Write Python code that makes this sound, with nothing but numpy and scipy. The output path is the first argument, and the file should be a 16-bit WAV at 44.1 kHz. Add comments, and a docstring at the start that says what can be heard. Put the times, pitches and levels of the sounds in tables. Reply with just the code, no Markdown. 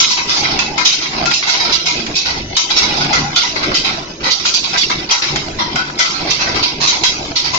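"""Hot steel balls and billet knock and rattle on steel guides and chutes at a skew rolling mill, close by.
Each knock is a burst of noisy bounces and scraping, rung through the struck spot and the mill's modes.
A hall echo and chirps of small contacts trail the blows; clanks, groans, thuds and booms come and go.
Rolls grind, rumble and hum as their load changes, with a steady singing and a very faint water hiss.
The camera's gain control pushes the din down under loud knocks, and the loudest peaks clip."""
import sys
import numpy as np
from scipy import signal
from scipy.fft import rfft, irfft
from scipy.io import wavfile
from scipy.ndimage import uniform_filter1d

SR = 44100
rng = np.random.default_rng(int(sys.argv[2]) if len(sys.argv) > 2 else 0)


def store_wav(level_fs):
    """Save 16-bit WAV to argv[1]."""
    pcm = np.round(np.clip(np.atleast_2d(level_fs), -1, 1) * 32767)
    wavfile.write(sys.argv[1], SR, pcm.T.astype(np.int16))


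N = 334278
TIME = np.arange(N) / SR
EDGE_HZ, SPIT_EDGE_HZ = 7560, 16000  # band limits: of the sound, and of the spit from clipped peaks

# balls and billet hitting the steel; the share not on the chute lands on the guides:
# start_s, force_db (relative), rise_s (before limits), extra_body_db, chute_share (0-1)
KNOCKS = [(0.0, 12.5, 0.0026, -5, 0.8), (.05, -1.5, 0.028, -5.5, 0.6), (0.094, 1.5, 0.02, -7, 0),
          (.165, -6, 0.011, 5.5, 0.3), (.268, -4, 0.042, 1, 0), (.34, -8, 0.038, -1, 0.5),
          (0.425, -3, 0.024, 4, 0.7), (0.499, -12, 0.013, 3, 0.6), (.588, -0.5, 0.0046, 4, 0),
          (.776, -2, 0.0052, 7, 1), (.848, 12, 0.0092, -3.5, 0.9), (0.906, 1.5, 0.028, -6, 0.4),
          (1.0, -5.5, 0.031, 3, 0.8), (1.08, -20.5, 0.065, 13.5, 0.1), (1.161, -24, 0.05, 3.5, 0.6),
          (1.254, -3.5, 0.005, 2.5, 0.2), (1.303, -7, 0.0021, 4.5, 0.15), (1.334, 3.5, 0.0056, -27, 0.4),
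          (1.418, -8, 0.013, 3, .5), (1.459, 0.5, 0.041, 0.5, 0.3), (1.502, -5, 0.018, 0.5, 0),
          (1.535, -1.5, 0.009, -1, 0.04), (1.595, -4, 0.0078, 5, 0.9), (1.64, -6, 0.014, 0, 0.4),
          (1.685, -12.5, 0.017, 5, 0.4), (1.72, 4.5, 0.0089, -4.5, 0.94), (1.851, -1.5, 0.021, -1.5, 0.88),
          (1.957, -13.5, 0.0077, -2, 0), (2.149, 1, 0.019, -12.5, 0), (2.249, -7.5, 0.012, 2, 0.1),
          (2.298, -15, 0.0044, -3, 0.05), (2.565, 7, 0.0031, -5, 0.97), (2.699, 0.5, 0.0084, 0.5, 1),
          (2.755, 6.5, 0.024, 0, 0.15), (2.806, -2, 0.028, 3, 1), (2.871, -9, 0.025, 6.5, 1),
          (2.947, -10.5, 0.028, 1, 0.2), (3.003, -6, 0.008, 6.5, 0.2), (3.126, 1, 0.0097, 8.5, 0.4),
          (3.178, -31, 0.0054, 7, 0.6), (3.357, 8.5, 0.0075, -1.5, 0.8), (3.428, -1.5, 0.0019, 1.5, 0),
          (3.554, -9.5, 0.0046, 7.5, 0.5), (3.624, -8, 0.012, 4.5, 0.1), (3.739, 4, 0.011, -5, 0.2),
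          (3.838, -4, 0.014, 4, 0.5), (3.88, -18.5, 0.0078, 15.5, 0.4), (4.227, -6, 0.041, 7, 0.4),
          (4.302, 2, 0.012, -8, 0.8), (4.395, -10, 0.0039, 1.5, 0.3), (4.447, 2.5, 0.013, -4.5, 1),
          (4.536, 3, 0.0058, -10, 0), (4.626, -8.5, 0.016, 1, 0), (4.685, -17, 0.027, 0, 0.1),
          (4.729, -8, 0.0053, 7, 0.2), (4.768, 4, 0.016, -12.5, 0), (4.897, -6, 0.0031, 7, 0.1),
          (5.087, -14.5, 0.012, 5, 0.6), (5.104, 6, 0.01, 2.5, 1), (5.213, -1.5, 0.013, 3, 0.1),
          (5.27, -16, 0.0069, 8.5, 1), (5.357, -14, 0.0021, 10, 0.95), (5.584, -8, 0.016, 8.5, 0.85),
          (5.754, -5.5, 0.006, 6, 0.7), (5.984, 4.5, 0.024, 1.5, 0.46), (6.042, -3, 0.01, -8, .4),
          (6.12, -13, .025, 9, 0.4), (6.19, -15.5, 0.007, 7, 0.3), (6.256, -16, 0.04, 8, 0.5),
          (6.298, 1.5, 0.013, -4.5, 0.4), (6.38, -4, 0.037, 4, 0.05), (6.461, -17, 0.0071, 16.5, 0.4),
          (6.539, -8.5, 0.028, 6.5, 0), (6.624, 3.5, 0.01, -2, 0.1), (6.797, 0, 0.041, 1, 0.77),
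          (6.869, 4.5, 0.01, -1.5, 1), (6.915, -9, 0.012, 7.5, 0), (7.034, 6.5, 0.004, 0, 0.57),
          (7.354, 1.5, 0.012, -6.5, 0.24), (7.438, -6, 0.0066, 2, 0), (7.524, -4.5, 0.027, 2, 0)]
# a harder blow has more edge, a heavier one less: dB at force 0, dB per dB of force, dB per dB of body
EDGE_DB, EDGE_PER_FORCE, EDGE_PER_BODY = -4, 0.67, -0.066
# chance differences between blows (rms dB): left-right, edge, height of each struck mode
PAN_SCATTER_DB, EDGE_SCATTER_DB, MODE_SCATTER_DB = 3, 3.5, 3.5
MODE_DETUNE = 0.003  # rms share of a struck mode's pitch
# a hard blow throws the ball clear, a soft one rattles on: decay in s at force 0, dB of it per dB of force
RATTLE_S, RATTLE_PER_FORCE = 0.039, -0.14
# resonances of the struck chute: pitch_hz, width_hz, left_height_db, right_height_db
CHUTE_MODES = [(1324, 70, 6.5, 3.5), (3142, 34, 14, 7), (3865, 70, 5, 11)]
# resonances of the struck guides: pitch_hz, width_hz, left_height_db, right_height_db
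GUIDE_MODES = [(1981, 30, 8, 8), (2595, 150, 6, 5.5), (3922, 60, 3, 4), (4585, 55, 3.2, 7.3)]
# resonances of the whole mill, before each use scales them: pitch_hz, width_hz, left_height_db, right_height_db
MILL_MODES = [(765, 40, 3, 6.5), (976, 60, 10, 10.5), (1100, 80, 2, 6), (1324, 30, 4, 5),
              (1419, 70, 0.5, 3), (1560, 50, 1.5, 4), (2165, 35, 3, 3), (2440, 40, 1, 3), (3292, 50, 3, 4),
              (3648, 45, 3, 6), (3922, 30, 2, 6), (4077, 35, 2, 6), (4340, 40, 1, 4), (4575, 80, -1, 2),
              (4750, 40, 0, 3)]
# smooth colour of a knock: frequency_hz, relative_level_db
STEEL_COLOUR = [(40, -35), (200, -16), (500, -16), (900, -9), (1500, -6.5), (1690, -15.5), (1870, -12),
                (2050, -2.5), (2900, -5.5), (4000, -2), (4750, -1.5), (5350, 0), (6200, -3.5),
                (7400, -16.5)]
# stereo tilt of the steelwork: frequency_hz, left_minus_right_db
BALANCE = [(100, 10), (500, 0), (1500, 3), (1750, 3), (2300, 0), (3200, -0.5), (3700, -5), (4700, -5),
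           (5500, -2.5), (6200, 0.5), (7400, 4.5)]
# likeness of the two sides: frequency_hz, correlation (-1 to 1)
LIKENESS = [(25, 0.94), (60, .96), (130, .98), (260, .95), (480, 0.72), (800, 0.2), (1200, -.5),
            (2000, -0.1), (7500, -0.05)]
# echo decay of the hall: frequency_hz, t60_s
HALL_DECAY = [(100, 0.17), (1000, 0.66), (4000, 0.38), (7500, 0.8)]
# chirps of scale and small contacts: dB against the echo, rms rate per second, rms scatter in dB
CHIRP_DB, CHIRPS_PER_S, CHIRP_SCATTER_DB = -2.5, 330, 4.5
CHIRP_LOW_HZ, CHIRP_HIGH_HZ, CHIRP_T60_S = 2000, 5800, .05

# load on the rolls, rising as they bite the billet: time_s, load_db (over the usual load)
LOAD = [(0.0, 9.5), (.15, -3.5), (.3, 1.5), (.58, 8.5), (.95, -1.5), (1.15, 4.5), (1.3, 6.5), (1.41, -9),
        (1.5, -8.5), (1.7, 7), (1.82, 0), (1.97, 7), (2.14, -4), (2.33, 1.5), (2.52, -10.5), (2.66, -3),
        (2.8, 9), (3.17, 9.5), (3.42, 0), (3.69, 9), (3.92, 0.5), (4.16, -12.5), (4.27, -3.5), (4.4, -3.5),
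        (4.6, -2), (4.95, 3), (5.16, -11), (5.34, 8.5), (5.6, -7), (5.77, 2), (5.96, -6.5), (6.25, 6.5),
        (6.42, 1), (6.58, 7), (6.74, 2), (7.17, 7), (7.43, -6), (7.58, 2)]
# what the load drives, before the gain control: dB at the usual load, dB per dB of load
GRIND_DB, GRIND_PER_LOAD = -23, 1.05
RUMBLE_DB, RUMBLE_PER_LOAD = -23.5, 0.77
HUM_DB, HUM_PER_LOAD = -1.5, 0.82  # on top of the hum table's levels
# smooth colour of the grinding: frequency_hz, relative_level_db
GRIND_COLOUR = [(40, -35.5), (200, -20.5), (500, -14.5), (680, 2.5), (830, 1), (1000, -7), (1200, -8),
                (1600, -8.5), (1720, -9), (1860, -26), (2020, -4.5), (3000, -8), (5200, -7.5),
                (7400, -39.5)]
# smooth colour of the cooling water: frequency_hz, relative_level_db
SPRAY_COLOUR = [(300, -14), (900, -2), (1550, -15.5), (1690, -25), (1870, -21), (2050, -2), (2600, 4),
                (2950, -14), (3400, -9), (5200, 0), (6200, 13), (7400, -13)]
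# smooth colour of the rumble: frequency_hz, relative_level_db
RUMBLE_COLOUR = [(15, -1.5), (30, -12), (50, 2), (70, -3.5), (120, -4), (165, 0.5), (250, -3.5), (330, 4.5),
                 (400, 0), (470, -6.5), (650, -8), (1200, -44), (4000, -60)]
# hum of the drive: pitch_hz, relative_level_db
HUM_TONES = [(145.3, -32.5), (226, -35), (249, -41.5), (291, -36.5), (759, -41)]
# steady singing of the turning billet: pitch_hz, level_db
SINGING_TONES = [(1777, -48), (1980, -52), (2669, -52), (2974, -44.5)]

# the rolls lurch and the housing thuds: start_s, length_s, level_db, centre_hz
THUDS = [(.26, 0.049, -26, 170), (1.68, .07, -36, 250), (2.82, .2, -25.5, 220), (3.007, 0.1, -16, 220),
         (3.178, 0.067, -10.5, 200), (3.684, .06, -33, 330), (4.248, .07, -21.5, 290),
         (4.92, .09, -23, 150), (5.309, 0.15, -23.5, 340), (5.592, 0.094, -21.5, 260),
         (5.74, 0.041, -15, 210), (6.211, 0.14, -28, 330)]
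THUD_WIDTH_HZ, THUD_RISE_S = 100, 0.017  # distance from centre to half amplitude; rise
# the billet binds in the rolls and groans: start_s, end_s, strength_db (relative), pitch_hz
GROANS = [(.33, .83, -3, 810), (1.44, 1.68, -2, 780), (2.76, 3.32, 0, 820)]
GROAN_DB = -17  # added to every groan's strength
# clanks: dull narrow ones of rolls and bearings, crisp wide ones as the crack of hard ball strikes: # start_s,
# level_db (relative), centre_hz, width_hz (about from centre to half amplitude)
CLANKS = [(.45, -5, 2190, 200), (.588, -4, 2300, 2500), (.777, -9.5, 2000, 3000), (1.057, -12, 2200, 353),
          (1.255, -9, 2400, 3000), (1.311, -2, 2100, 2200), (2.063, -17, 2300, 2020),
          (2.568, -3, 3000, 4000), (3.043, -11, 1670, 1780), (3.635, -14, 1300, 1000),
          (3.714, -10.5, 1020, 694), (4.451, -6.5, 1250, 450), (4.757, -9.5, 1980, 820),
          (4.9, -13.5, 2300, 3000), (5.107, -4.5, 3600, 4500), (5.357, -5, 1760, 2800),
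          (5.756, -11, 2400, 3500), (5.897, -21.5, 1100, 700), (6.046, -12, 1040, 504),
          (7.033, -2, 3000, 4000), (7.536, -18, 975, 100)]
CLANK_RISE_S, CLANK_DECAY_S = 0.0036, 0.0092
# deep booms of the frame: start_s, end_s, level_db
BOOMS = [(2.236, 2.547, -30.5), (3.1, 3.29, -26), (3.597, 3.737, -29), (5.3, 5.846, -32),
         (6.453, 6.66, -27), (7.43, 7.62, -31)]
# smooth colour of the booms: frequency_hz, relative_level_db
BOOM_COLOUR = [(20, -18), (52, 0), (95, 1.5), (160, -13), (330, -21), (700, -41.5), (3000, -99)]


def amp(db):
    """Turns decibels into a gain."""
    return 10 ** (np.asarray(db) / 20)


def unit(x):
    """Scales to rms 1."""
    return x / np.sqrt(np.mean(x ** 2) + 1e-20)


def read(points, hz):
    """Reads a table on a log-frequency axis."""
    f, value = np.transpose(points)
    return np.interp(np.log(hz + 1), np.log(f + 1), value)


def add(mix, s, sound):
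    """Mixes a sound in at time s."""
    part = mix[..., max(round(s * SR), 0):][..., :sound.shape[-1]]
    part += sound[..., :part.shape[-1]]


def sides(db):
    """Left and right gains for a level difference."""
    gains = amp(np.array([[1], [-1]]) * db / 2)
    return gains / np.sqrt(np.mean(gains ** 2, 0))


def drift(rate, size=16384):
    """Slow chance of about rms 1, up to about rate changes a second."""
    hz = np.fft.rfftfreq(size, TIME[-1] / size)
    slow = irfft(rfft(rng.standard_normal(size)) * np.exp(-(hz / rate) ** 2))
    return np.interp(TIME, np.linspace(0, TIME[-1], size), unit(slow))


def swell_between(start, end, fade_s):
    """A level that fades in from start and out towards end in straight lines."""
    return np.clip(np.minimum(TIME - start, end - TIME) / fade_s, 0, 1)


def pair(x):
    """The two microphone ports hear the bass alike and the treble apart."""
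    a, b = rfft(x)
    angle = np.arcsin(np.clip(read(LIKENESS, np.fft.rfftfreq(N, 1 / SR)), -1, 1)) / 2
    left = np.cos(angle) * a + np.sin(angle) * b
    right = np.sin(angle) * a + np.cos(angle) * b
    return irfft([left, right], N)


def coloured_shake(colour):
    """Steady stereo noise with a smooth colour."""
    gain = amp(read(colour, np.fft.rfftfreq(N, 1 / SR)))
    return irfft(rfft(pair(rng.standard_normal((2, N)))) * gain, N)


def causal(db):
    """Minimum-phase impulse response for gains over the full circle: it rings only after the blow."""
    return np.fft.ifft(np.exp(signal.hilbert(np.log(amp(db))).conj())).real


def peaks(modes, hz):
    """Left and right heights in dB of a table of resonances."""
    return sum(np.array([[left], [right]]) / (1 + (2 * (hz - centre) / width) ** 2)
               for centre, width, left, right in modes)


def struck(modes):
    """Gives the modes the chance heights and slight detuning of one blow."""
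    height, detune = rng.standard_normal((2, len(modes), 1))
    detuned = np.array(modes) * (1 + MODE_DETUNE * detune * np.array([1, 0, 0, 0]))
    return detuned + MODE_SCATTER_DB * height * np.array([0, 0, 1, 1])


def steelwork(x, colour, ring, size=8192):
    """Passes contact forces through the mill's modes: a filter of mean energy 1 over both sides."""
    hz = abs(np.fft.fftfreq(size, 1 / SR))
    db = read(colour, hz) + np.array([[1], [-1]]) * read(BALANCE, hz) / 2
    db = db + ring * peaks(MILL_MODES, hz)
    db = db - 40 * np.clip(hz / EDGE_HZ - 1, 0, 1) ** .5
    response = causal(db)[:, :size // 2]
    response = response / np.sqrt(np.sum(response ** 2) / 2)
    return signal.oaconvolve(pair(x), response, axes=1)[:, :N]


def shifting(x, patch_db):
    """As the steel turns and slides, its partials come and go in short narrow patches."""
    hz, _, z = signal.stft(x, SR, nperseg=1024, noverlap=768)
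    field = rng.standard_normal(z.shape[::-1]).T
    field = field + field.mean(0)  # partly shared by both sides
    for axis, count in [(1, 4), (1, 3), (2, 7), (2, 4)]:  # smooth over frequency, then time
        field = uniform_filter1d(field, size=count, axis=axis)
    gain = amp(patch_db * np.minimum(unit(field), 1.6))
    return signal.istft(z * unit(gain), SR, nperseg=1024, noverlap=768)[1][:, :N]


def knock(s, db, rise, body_db, on_chute, bounces_per_s=330, bounce_s=0.00022, scrape=1.0,
          ripple_db=4.0, ragged_db=1.44, rise_power=1.17, size=8192):
    """Contact builds, then bounces and scraping die away: force at the struck spot and in the frame."""
    rattle_s = RATTLE_S * amp(RATTLE_PER_FORCE * db)
    rise = np.clip(rise, .003, .1)
    t = np.arange(SR // 2) / SR
    hz = np.fft.rfftfreq(size, 1 / SR)
    bounces = (rng.random(len(t)) < bounces_per_s / SR) * rng.uniform(0.29, 2.66, len(t))
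    chatter = scrape + signal.lfilter([1], [1, -np.exp(-1 / (bounce_s * SR))], bounces)
    ragged = amp(ragged_db * np.tanh(drift(53)[:len(t)]))  # the ball strikes, lifts and strikes again
    swell = ragged * np.minimum(t / rise, 1) ** rise_power
    swell = swell * np.exp(-np.maximum(t - rise, 0) / rattle_s)
    # bounces change the texture of a blow but not its energy
    contact = swell * chatter * np.sqrt(np.sum(swell ** 2) / np.sum((swell * chatter) ** 2))
    # chute or guides ring out, and each struck spot has many weak partials of its own
    ring_db = on_chute * peaks(struck(CHUTE_MODES), hz) + (1 - on_chute) * peaks(struck(GUIDE_MODES), hz)
    ripple = uniform_filter1d(rng.standard_normal(len(hz)), size=18)
    partials_db = ripple_db * unit(uniform_filter1d(ripple, size=10))
    # a heavy blow has more body, a hard one more edge
    edge_db = EDGE_DB + EDGE_PER_FORCE * db + EDGE_PER_BODY * body_db
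    edge_db += EDGE_SCATTER_DB * rng.standard_normal()
    weight_db = body_db * read([(1900, 0.98), (2800, 0.024)], hz)
    weight_db = weight_db + edge_db * read([(5200, 0.098), (6600, 1.0)], hz)
    colour_db = np.array([weight_db + ring_db + partials_db, weight_db + ring_db])  # spot, frame
    full_circle_db = np.concatenate([colour_db, colour_db[..., -2:0:-1]], axis=-1)
    rings = causal(full_circle_db)[..., :size // 2]
    force = signal.fftconvolve(contact * rng.standard_normal((1, 2, len(t))), rings, axes=-1)
    return s, amp(db) * sides(PAN_SCATTER_DB * rng.standard_normal()) * force


def knocks():
    """All blows ring the same steelwork: struck spots are heard close by, the frame feeds the hall."""
    force = np.zeros((2, 2, N))
    for row in KNOCKS:
        add(force, *knock(*row))
    spots = steelwork(force[0], STEEL_COLOUR, ring=0.98)
    frame = steelwork(force[1], STEEL_COLOUR, ring=0.77)
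    return spots, frame


def hall(x, gap_s=0.0049, count=3, turns_per_s=2.3):
    """Dense tails whose bands die at their own speeds; a turning mix varies the paths of the blows."""
    out = np.zeros((2, N))
    for k in range(count):
        hz, t, z = signal.stft(rng.standard_normal((2, SR)), SR, nperseg=256)
        z = z * amp(-60 * t / read(HALL_DECAY, hz)[:, None]) * (1 - np.exp(-t / gap_s))
        tail = signal.istft(z * (hz < EDGE_HZ)[:, None], SR, nperseg=256)[1]
        tail *= np.sqrt(2 * EDGE_HZ / SR) / np.linalg.norm(tail[0])
        share = np.sqrt(2 / count) * np.cos(np.pi * (turns_per_s * TIME + k / count))
        out += signal.fftconvolve(x * share, tail, axes=1)[:, :N]
    return out


def chirps(echo, cluster_db=6, follow_s=0.06):
    """Scale and small contacts chirp in clusters of short partials that follow the echo's level."""
    out = np.zeros((2, N))
    t = np.arange(SR // 16) / SR
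    crowding = unit(amp(cluster_db * np.tanh(drift(22)) * 2))
    times = TIME[rng.random(N) < crowding * CHIRPS_PER_S / SR]
    for s in times:
        pitch, left, right = rng.random(3)
        strength, place = rng.standard_normal(2)
        hz = CHIRP_LOW_HZ + pitch * (CHIRP_HIGH_HZ - CHIRP_LOW_HZ)
        ring = np.sin(2 * np.pi * (hz * t + np.array([[left], [right]]))) * 1000 ** (-t / CHIRP_T60_S)
        level = amp(CHIRP_SCATTER_DB * min(strength, 1.5))
        add(out, s, level * sides(read(BALANCE, hz) + PAN_SCATTER_DB * place) * ring)
    power = uniform_filter1d((echo ** 2).mean(0), size=round(follow_s * SR))
    return amp(CHIRP_DB) * unit(out) * np.sqrt(abs(power))


def load():
    """The load on the rolls in dB, in straight lines between the table's points."""
    return np.interp(TIME, *np.transpose(LOAD))


def grinding(grain_db=3, lurch_db=2):
    """The rolls bite the billet in uneven small slips that drive the steelwork."""
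    unevenness = amp(grain_db * drift(180) + lurch_db * drift(27))
    slips = unit(unevenness * rng.standard_normal((2, N)))
    return steelwork(slips * amp(GRIND_DB + GRIND_PER_LOAD * load()), GRIND_COLOUR, ring=0.11)


def spray():
    """Cooling water hisses on the rolls and hot steel: noise with a slight flicker in level."""
    return steelwork(rng.standard_normal((2, N)) * amp(1.0 * drift(12)), SPRAY_COLOUR, ring=.7)


def rumble(shudder_db=3.5):
    """The heavy frame and gears shudder with the load: low noise of uneven strength."""
    shudder = amp(shudder_db * np.tanh(drift(26)))
    return unit(coloured_shake(RUMBLE_COLOUR) * shudder) * amp(RUMBLE_DB + RUMBLE_PER_LOAD * load())


def tones(lines, waver, flutter):
    """Narrow lines that waver in pitch and strength."""
    out = np.zeros((2, N))
    for hz, db in lines:
        turns = np.cumsum(hz * (1 + waver * drift(7.2))) / SR
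        strength = 1 + flutter * drift(6.2)
        apart = np.arccos(np.clip(read(LIKENESS, hz), -1, 1))  # phase between the sides
        out += amp(db) * unit(strength * np.sin(2 * np.pi * turns + np.array([[0], [apart]])))
    return out


def hum():
    """The drive hums on a few low lines, stronger under load."""
    return amp(HUM_DB + HUM_PER_LOAD * load()) * tones(HUM_TONES, waver=0.00816, flutter=1.0)


def singing():
    """The turning billet sings on high lines with a slight waver in pitch."""
    return tones(SINGING_TONES, waver=.001, flutter=0.64)


def thuds():
    """Each lurch shakes one broad, low resonance of the housing."""
    out = np.zeros((2, N))
    t = np.arange(SR // 2) / SR
    hz = np.fft.rfftfreq(len(t), 1 / SR)
    for s, length, db, centre in THUDS:
        swell = np.minimum(t / THUD_RISE_S, 1) * np.exp(-(t / length) ** 4)
        resonance = 1 / (1 + ((hz - centre) / THUD_WIDTH_HZ) ** 4)
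        shake = irfft(rfft(rng.standard_normal((2, len(t)))) * resonance, len(t))
        add(out, s, amp(db) * unit(swell * shake) * np.sqrt(np.mean(swell ** 2)))
    return pair(out)


def groans(width_hz=85, wander=0.025, fade_s=0.04):
    """Uneven slips drive one wandering resonance of the billet."""
    out = np.zeros((2, N))
    for start, end, db, hz in GROANS:
        slips = np.array([drift(width_hz) + 1j * drift(width_hz) for _ in range(2)])
        turns = np.cumsum(hz * (1 + wander * drift(6.02))) / SR
        groan = (slips * np.exp(2j * np.pi * turns)).real
        out += amp(GROAN_DB + db) * swell_between(start, end, fade_s) * groan
    return pair(out)


def clanks():
    """Each is a brief jolt of one broad, heavily damped resonance: of rolls and bearings, or the crack of a
    hard ball strike."""
    out = np.zeros((2, N))
    t = np.arange(SR // 5) / SR
    hz = np.fft.rfftfreq(len(t), 1 / SR)
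    jolt = np.minimum(t / CLANK_RISE_S, 1) * np.exp(-np.maximum(t - CLANK_RISE_S, 0) / CLANK_DECAY_S)
    for s, db, centre, width in CLANKS:
        resonance = 1 / (1 + ((hz ** 2 - centre ** 2) / (2 * width * hz + 1)) ** 2)
        ring = jolt * irfft(rfft(rng.standard_normal((2, len(t)))) * resonance, len(t))
        add(out, s, amp(db) * unit(ring) * np.sqrt(np.mean(jolt ** 2)))
    return pair(out)


def booms(fade_s=0.046):
    """Deep vibration of the frame swells and fades."""
    swells = sum(amp(db) * swell_between(start, end, fade_s) for start, end, db in BOOMS)
    return unit(coloured_shake(BOOM_COLOUR)) * swells


def scene():
    """Knocks, clanks and their echo over the running mill."""
    spots, frame = knocks()
    jolts = amp(3.5) * clanks()
    blows = amp(0.5) * shifting(spots, patch_db=2.0) + jolts
    echo = amp(-8.0) * shifting(hall(frame + jolts), patch_db=7.0)
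    wash = shifting(grinding() + amp(-42.0) * spray(), patch_db=6.5)
    running = wash + rumble() + hum() + singing()
    return blows + echo + chirps(echo) + running + thuds() + groans() + booms()


def lowpass(x, hz):
    """A steep band limit."""
    taps = signal.firwin(401, hz, window=("kaiser", 8), fs=SR)
    return signal.oaconvolve(x, taps[None], "same", axes=1)


def record(dry, threshold_db=-20, squeeze=0.55, level_fall_db_per_s=70, ceiling=0.89):
    """Fast gain control, soft overload and a band limit; peaks over the ceiling clip and spit above it."""
    power_db = 10 * np.log10(abs(uniform_filter1d((dry ** 2).mean(0), size=440)) + 1e-12)
    # the sensed level jumps up at once and falls at a steady rate
    fall = TIME * level_fall_db_per_s
    sensed_db = np.maximum.accumulate(power_db + fall) - fall
    over_db = np.maximum(sensed_db - threshold_db, 0)
    held = dry * amp(-squeeze * uniform_filter1d(over_db, size=260))
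    bent = held / (1 + (held / .85) ** 6) ** (1 / 6)
    clipped = np.clip(lowpass(bent, EDGE_HZ), -ceiling, ceiling)
    return lowpass(clipped, SPIT_EDGE_HZ)


dry = scene()
out = record(dry)
store_wav(out)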